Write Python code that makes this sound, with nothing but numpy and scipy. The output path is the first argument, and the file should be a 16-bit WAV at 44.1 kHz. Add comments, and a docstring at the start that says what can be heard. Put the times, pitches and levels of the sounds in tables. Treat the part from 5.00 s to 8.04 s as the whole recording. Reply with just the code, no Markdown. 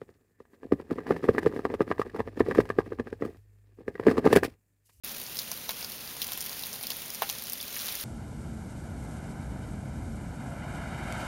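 """Ice pellets tap and scatter on crusted snow, a hedge and a porch at night, heard by a small camera
in a doorway. Far pellets are flickering shaped noise (hiss); nearer ones are noise bursts (patter) and
short decaying sines (ticks); the nearest are timed taps of ring, crack, board knock and splinters.
Low shaped noise is the street hum. The camera's input has a broad notch in the treble, near 7.9 kHz."""
import sys
import numpy as np
from scipy import signal
from scipy.fft import rfft, irfft
from scipy.io import wavfile
from scipy.ndimage import uniform_filter1d

SR = 44100
rng = np.random.default_rng(int(sys.argv[2]) if len(sys.argv) > 2 else 0)


def wrap_up_sound(samples):
    """Save the sound to the file named by the first command line argument, as 16-bit audio."""
    columns = np.atleast_2d(samples).T
    # keep every value between -1 and 1, then stretch to whole-number steps
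    tamed = np.clip(columns, -1, 1)
    steps = np.round(tamed * 32767).astype(np.int16)
    wavfile.write(sys.argv[1], SR, steps)


N = 134064  # samples


def undb(db):
    """dB to amplitude ratio."""
    return 10 ** (np.asarray(db) / 20)


def unit(x):
    """Scale to RMS 1."""
    return x / np.sqrt(np.mean(x ** 2))


def colour(x, points):
    """Shape the spectrum by (f/Hz, level/dB) points, log-frequency interpolation; RMS 1."""
    hz, db = np.array(points).T
    f = np.maximum(np.fft.rfftfreq(len(x), 1 / SR), 1)
    gain = undb(np.interp(np.log(f), np.log(hz), db))
    return unit(irfft(rfft(x) * gain, len(x)))


def band(x, lo_hz, hi_hz):
    """Band-pass noise, scaled to RMS 1 over its first 3 ms."""
    sos = signal.butter(3, [lo_hz, hi_hz], "band", fs=SR, output="sos")
    y = signal.sosfilt(sos, x)
    return y / np.sqrt(np.mean(y[:132] ** 2))


def walk(rate_hz):
    """Random levels held 1 / rate_hz, smoothed over one hold; RMS near 1."""
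    hold = int(SR / rate_hz)
    steps = np.repeat(rng.standard_normal(N // hold + 1), hold)
    return unit(uniform_filter1d(steps, hold))[:N]


def add(out, start_s, x):
    """Mix x into out at start_s, cut at the end of out."""
    i = int(start_s * SR)
    out[i:i + len(x)] += x[:max(len(out) - i, 0)]


# Pellet noise spectrum, far hiss and patter: f/Hz, relative density level/dB
PELLET_SPECTRUM = [(300, -6.5), (700, -8.5), (1500, -4), (2500, -1.5), (4000, -0.5), (6000, -2), (9000, -2),
                   (12000, -0.5), (16000, -1)]
HISS_DB, FLICKER_RMS_DB = -3, 1.5


def hiss():
    """Countless far pellets merge into shaped noise; its level flickers a little."""
    gain = undb(HISS_DB + FLICKER_RMS_DB * walk(rate_hz=60))
    return gain * colour(rng.standard_normal(N), PELLET_SPECTRUM)


PATTER_PER_S, PATTER_DB, PATTER_SPREAD_DB, PATTER_FADE_S = 1500, -5, 2.5, 0.0019


def patter():
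    """Small pellets crush into the crust: broadband bursts whose powers add and decay."""
    u = rng.random((int(PATTER_PER_S * N / SR), 2))
    hit_power = np.zeros(N)
    # factor 2: amplitude dB to power
    hit_power[(u[:, 0] * N).astype(int)] = undb(-2 * PATTER_SPREAD_DB * np.log(1 - u[:, 1]))
    power = signal.lfilter([1], [1, -np.exp(-2 / (PATTER_FADE_S * SR))], hit_power)
    bursts = np.sqrt(power) * rng.standard_normal(N)
    return undb(PATTER_DB) * colour(bursts, PELLET_SPECTRUM)


TICKS_PER_S, TICK_DB, TICK_SPREAD_DB = 500, -14.5, 2.5
TICK_FADE_S, TICK_LOW_HZ, TICK_OCTAVES = 0.0017, 2256, 2.6


def ticks():
    """Pellets on twigs and ice: decaying sines of random length, at random pitch."""
    out, t = np.zeros(N), np.arange(256) / SR
    for at, pitch, strength, length in rng.random((int(TICKS_PER_S * N / SR), 4)):
        hz = min(TICK_LOW_HZ * 2 ** (TICK_OCTAVES * pitch), .4 * SR)
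        fade_s = TICK_FADE_S * (0.12 + 3.0 * length)
        level = undb(-TICK_SPREAD_DB * np.log(1 - strength))
        add(out, at * N / SR, level * np.exp(-t / fade_s) * np.sin(2 * np.pi * hz * t))
    return undb(TICK_DB) * unit(out)


# Street hum spectrum: f/Hz, relative density level/dB
STREET_SPECTRUM = [(20, -57), (50, -2), (100, -1.5), (170, 1), (215, 0.5), (241, 3.5), (270, -3.5),
                   (340, -6), (500, -3), (1000, -9.5), (2000, -17.5)]
STREET_DB = -50


def street():
    """Quiet street: steady noise weighted to the lows."""
    return undb(STREET_DB) * colour(rng.standard_normal(N), STREET_SPECTRUM)


# Porch board modes under a hard pellet: f/Hz, relative level/dB, t60/s
BOARD_MODES = [(491, -13.5, .06), (699, -5.5, 0.047), (798, -8, .11), (875, 7, 0.011), (1036, -1, 0.036),
               (1266, -13.5, 0.079), (1441, -10.5, 0.11), (1686, -5, 0.033), (1827, -11, 0.046),
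               (2720, -11.5, 0.098)]


def board_modes(t):
    """Decaying sine per board mode; summed peak is 1."""
    modes = np.array([undb(db) * np.exp(-np.log(1000) * t / t60_s) * np.sin(2 * np.pi * hz * t)
                      for hz, db, t60_s in BOARD_MODES])
    return -modes / np.abs(modes.sum(axis=0)).max()


# Nearest pellets: t/s, relative knock level/dB, ring f/Hz, relative ring level/dB,
# high f/Hz, relative high level/dB
NEAREST_PELLETS = [(0.0461, -72, 3670, -44, 12000, -30.5), (0.051, -61, 3600, -48, 12340, -43),
                   (0.0934, -49.5, 6200, -40, 12640, -41), (0.1169, -53, 3240, -41, 14410, -38),
                   (0.182, -58, 4720, -46, 13070, -37), (0.1995, -48, 4200, -39, 14600, -33),
                   (0.215, -63, 4460, -48, 13720, -39), (0.228, -65, 3290, -61, 11630, -40),
                   (0.2371, -69, 6120, -43, 10400, -41), (0.265, -56, 5150, -36, 10310, -44),
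                   (0.2968, -57, 2670, -47, 12920, -42), (0.3462, -56, 6140, -48, 10750, -39),
                   (0.3559, -60, 3570, -39.5, 13370, -40), (0.3695, -58, 5260, -33, 9900, -35),
                   (0.3796, -67, 5560, -42, 10700, -36), (0.3887, -53, 5160, -32, 12700, -34.5),
                   (0.3904, -57, 4640, -25.5, 10830, -42), (0.3967, -67, 4570, -43, 11760, -33),
                   (0.417, -63, 4280, -38, 13590, -37), (0.483, -68, 5040, -51, 9820, -43),
                   (0.5158, -37, 6000, -28, 13100, -31), (0.5287, -61, 4600, -40, 13800, -44),
                   (0.54, -68, 6310, -53.5, 13630, -41), (0.692, -32.5, 3950, -28, 14600, -30),
                   (0.7072, -41, 4570, -34, 14210, -32), (0.6952, -34, 2330, -32, 14300, -42),
                   (0.713, -59, 4390, -44, 13070, -39), (0.8095, -60, 5400, -39, 14790, -42),
                   (0.8156, -64, 2520, -41, 9840, -45), (0.8278, -39, 4900, -35.5, 15090, -48),
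                   (0.8459, -45, 4900, -30, 15200, -36.5), (0.8978, -59, 5430, -41, 13330, -40),
                   (0.9189, -59, 4330, -36.5, 12580, -36), (0.981, -61, 4400, -45, 15090, -51),
                   (1.0161, -66, 4390, -46, 9990, -45), (1.0761, -64, 4640, -38, 12730, -47),
                   (1.168, -46, 5210, -40, 14280, -41), (1.1997, -54, 3040, -40, 12830, -47),
                   (1.2179, -57, 3740, -22, 11500, -26), (1.2205, -49, 4340, -43, 12400, -33),
                   (1.223, -63, 3120, -32, 14000, -40), (1.2294, -61, 4950, -40, 15050, -31),
                   (1.244, -46, 5790, -35, 14360, -32), (1.2678, -52, 6000, -37, 13050, -35),
                   (1.278, -69, 4440, -45, 14880, -35), (1.2878, -41, 3250, -36.5, 10190, -52),
                   (1.3198, -40, 3800, -34, 13400, -30.5), (1.3331, -55, 5560, -34, 12500, -34),
                   (1.375, -43.5, 2900, -39, 13000, -33), (1.4069, -58, 5130, -32, 14360, -31),
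                   (1.413, -45, 6150, -33, 9600, -29.5), (1.4242, -57, 3900, -37, 10380, -36),
                   (1.441, -53, 3230, -59, 11610, -37), (1.4522, -61, 6270, -40, 12360, -40),
                   (1.4622, -54, 4690, -39, 14080, -35), (1.4948, -51, 5100, -39, 10120, -40),
                   (1.5157, -45, 6460, -39, 13240, -43), (1.53, -47, 4690, -37, 14560, -41),
                   (1.54, -57, 4240, -57, 9880, -41), (1.5695, -58, 5020, -44, 11070, -42),
                   (1.5938, -52, 4970, -36, 11600, -38), (1.6129, -50, 4390, -49, 10790, -42),
                   (1.623, -59, 4560, -37, 10400, -36), (1.6354, -46, 3850, -30.5, 14190, -35),
                   (1.659, -49, 4900, -37.5, 12770, -38), (1.668, -62, 2470, -41, 15250, -32),
                   (1.7295, -49, 6300, -33, 10100, -40), (1.736, -55, 5100, -40, 10000, -36),
                   (1.7423, -44, 3980, -36.5, 13310, -41), (1.7493, -60, 2650, -48, 11860, -41),
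                   (1.756, -45, 4400, -44, 12300, -37.5), (1.8105, -45.5, 4750, -41, 13310, -39),
                   (1.829, -62, 5340, -45, 10700, -31), (1.8355, -42, 3970, -35, 9900, -33),
                   (1.8428, -68, 2820, -40.5, 11300, -46), (1.8693, -53, 4900, -32, 13700, -33),
                   (1.903, -47, 4900, -30, 11000, -33), (1.9049, -47, 3120, -31, 14300, -29.5),
                   (1.9131, -64, 4540, -43, 10400, -44), (1.918, -41, 4500, -31.5, 14130, -40),
                   (1.9675, -56, 3620, -53, 12300, -36.5), (2.0188, -51, 3020, -44, 14500, -37),
                   (2.058, -68, 6220, -47, 10200, -37), (2.0803, -65, 4670, -45, 10230, -41),
                   (2.103, -46, 5600, -35, 14210, -35), (2.1372, -50, 5120, -43, 13400, -37),
                   (2.147, -66, 5900, -35, 13260, -36), (2.1548, -62, 4460, -42, 9370, -37),
                   (2.221, -18.5, 3900, -28, 13370, -25), (2.2255, -36, 2620, -36, 15200, -36),
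                   (2.2324, -49, 4840, -53, 9600, -34), (2.292, -45, 4180, -31, 12830, -32.5),
                   (2.2981, -41, 3240, -28, 11600, -31), (2.2983, -64, 5860, -26, 11700, -31),
                   (2.306, -50, 4730, -45, 11500, -39), (2.311, -59, 3340, -55, 10700, -35.5),
                   (2.3263, -63, 5960, -45, 14860, -37), (2.351, -45, 6400, -40, 10340, -45),
                   (2.3851, -56, 5200, -34.5, 10800, -39), (2.4222, -50, 4310, -39.5, 13400, -36),
                   (2.438, -66, 4070, -45, 12080, -35.5), (2.455, -63, 5790, -36, 9300, -49),
                   (2.4697, -62, 4270, -36.5, 9220, -40), (2.4978, -50, 6200, -33.5, 13400, -29.5),
                   (2.5215, -62, 5750, -39, 14320, -32), (2.533, -55, 4500, -34, 12800, -24.5),
                   (2.5753, -58, 3600, -44, 11200, -42), (2.5812, -66, 5000, -44, 11090, -40),
                   (2.611, -63, 5700, -38, 15220, -37), (2.6138, -63, 4600, -34.5, 12000, -44),
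                   (2.6277, -54, 3820, -41, 10900, -35.5), (2.6798, -66, 4200, -36, 12490, -40),
                   (2.727, -63, 5730, -38, 13370, -39), (2.7562, -62, 6550, -33, 12360, -43),
                   (2.7653, -64, 1840, -35, 12270, -37), (2.7707, -60, 2780, -51, 11670, -35),
                   (2.784, -60, 2560, -49, 14250, -37), (2.7918, -60, 5460, -35, 15090, -41),
                   (2.8, -57, 4300, -34, 13110, -40), (2.8177, -62, 3520, -39, 10700, -38),
                   (2.8582, -50, 5990, -35, 13740, -34), (2.8683, -62, 4160, -37, 10700, -36),
                   (2.8878, -44, 3960, -33, 13720, -38), (2.9238, -58, 3950, -38, 13500, -33),
                   (2.9532, -53, 6140, -31, 13500, -32), (3.0106, -59, 3470, -42, 15100, -31)]
RISE_S, CRACK_FADE_S, RING_FADE_S = 0.00021, 0.00098, 0.00082
SCATTER_FADE_S, HIGH_SCATTER_FADE_S = 0.012, 0.0056
RING_DB, CRACK_DB, SCATTER_DB = 9.5, -2, -7
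HIGH_DB, HIGH_SCATTER_DB, SPLINTER_RMS_DB = 5.5, -10.5, 2
CRACK_BELOW, CRACK_ABOVE = 0.67, 1.53  # crack band edges / ring f
SNAP_DB, SNAP_FADE_S, SNAP_RISE_S = 5, .00016, .00005
HARD_DB, HARD_GAIN = -33, .9  # above this high level, snap gains on the crack, dB per dB
KNOCK_DB, KNOCK_RISE_S, KNOCK_LEAD_S = 9.5, .0004, 0.00034
RATTLE_FADE_S, BOARD_SCATTER_DB = 0.011, 2


def taps():
    """Nearest pellets: short ring, crack, hard-contact snap, board knock, scattering splinters."""
    out, t = np.zeros(N), np.arange(3072) / SR
    rise = np.sin(np.pi / 2 * np.minimum(t / RISE_S, 1)) ** 2
    modes = board_modes(t)
    low_cut = signal.butter(4, 370, "high", fs=SR, output="sos")
    snap_env = np.minimum(t / SNAP_RISE_S, 1) * np.exp(-t / SNAP_FADE_S)
    knock_rise = np.minimum(t / KNOCK_RISE_S, 1)
    for start_s, knock_db, ring_hz, mid_db, high_hz, high_db in NEAREST_PELLETS:
        mid_noise, high_noise, rattle_noise, splinter_noise = rng.standard_normal((4, len(t)))
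        # board mode levels vary at random from tap to tap
        boards = undb(BOARD_SCATTER_DB * rng.standard_normal(len(BOARD_MODES))) @ modes
        splinter_db = SPLINTER_RMS_DB * unit(uniform_filter1d(splinter_noise, size=60))
        splinters = unit(undb(splinter_db))

        def crack_env(scatter_db, fade_s):
            """Fast crack decay plus slower uneven splinters."""
            scatter = undb(scatter_db) * splinters * np.exp(-t / fade_s)
            return rise * (np.exp(-t / CRACK_FADE_S) + scatter)

        ring = undb(RING_DB) * rise * np.exp(-t / RING_FADE_S) * np.sin(2 * np.pi * ring_hz * t)
        crack = band(mid_noise, CRACK_BELOW * ring_hz, CRACK_ABOVE * ring_hz)
        mid = ring + undb(CRACK_DB) * crack_env(SCATTER_DB, SCATTER_FADE_S) * crack
        mid = signal.sosfilt(signal.butter(2, .6 * ring_hz, "high", fs=SR, output="sos"), mid)

        glint = band(high_noise, 7500, 16500) + .5 * band(high_noise, .9 * high_hz, 1.1 * high_hz)
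        hard_db = HARD_GAIN * max(high_db - HARD_DB, 0)
        high_crack = crack_env(HIGH_SCATTER_DB, HIGH_SCATTER_FADE_S) * glint
        snap = snap_env * np.sin(2 * np.pi * high_hz * t)
        high = undb(HIGH_DB - hard_db / 2) * high_crack + undb(SNAP_DB + hard_db) * snap

        rattle = .09 * np.exp(-t / RATTLE_FADE_S) * band(rattle_noise, 600, 3000)
        knock = undb(KNOCK_DB) * knock_rise * (boards + rattle)
        add(out, start_s, undb(mid_db) * mid + undb(high_db) * high)
        add(out, start_s - KNOCK_LEAD_S, undb(knock_db) * signal.sosfilt(low_cut, knock))
    return out


# Shower strength, gain of the far hiss: t/s, level/dB
SHOWER_STRENGTH = [(.05, -38), (.3, -40), (.45, -38.5), (.6, -40), (.9, -40), (1.18, -39.5), (1.25, -38.5),
                   (1.5, -38.5), (1.75, -39.5), (2.0, -39.5), (2.2, -39), (2.45, -40), (2.7, -39),
                   (2.77, -37), (2.9, -36), (3.03, -37)]
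CALM_DB, NEAR_GROWTH = -41.5, 1.7  # near and far gains meet here; near dB per far dB


def scene():
    """Shower gain drives hiss, patter and ticks; taps and street add at their own levels."""
    shower_db = np.interp(np.arange(N) / SR, *np.array(SHOWER_STRENGTH).T)
    far = undb(shower_db) * hiss()
    near = undb(CALM_DB + NEAR_GROWTH * (shower_db - CALM_DB)) * (patter() + ticks())
    return (far + near + street() + taps())[None]


NOTCH_HZ, NOTCH_WIDTH_HZ, TOP_HZ = 7890, 2080, 15780
START_S, OPEN_S = 0.035, 0.0021


def record(dry):
    """Camera input: opens after a moment, notches the treble, cuts the top."""
    b, a = signal.iirnotch(NOTCH_HZ, NOTCH_HZ / NOTCH_WIDTH_HZ, fs=SR)
    opening = np.clip((np.arange(N) / SR - START_S) / OPEN_S, 0, 1)
    notched = signal.lfilter(b, a, dry * opening)
    top_cut = signal.ellip(12, .3, 70, TOP_HZ, fs=SR, output="sos")
    return signal.sosfilt(top_cut, notched)


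dry = scene()
out = record(dry)
wrap_up_sound(out)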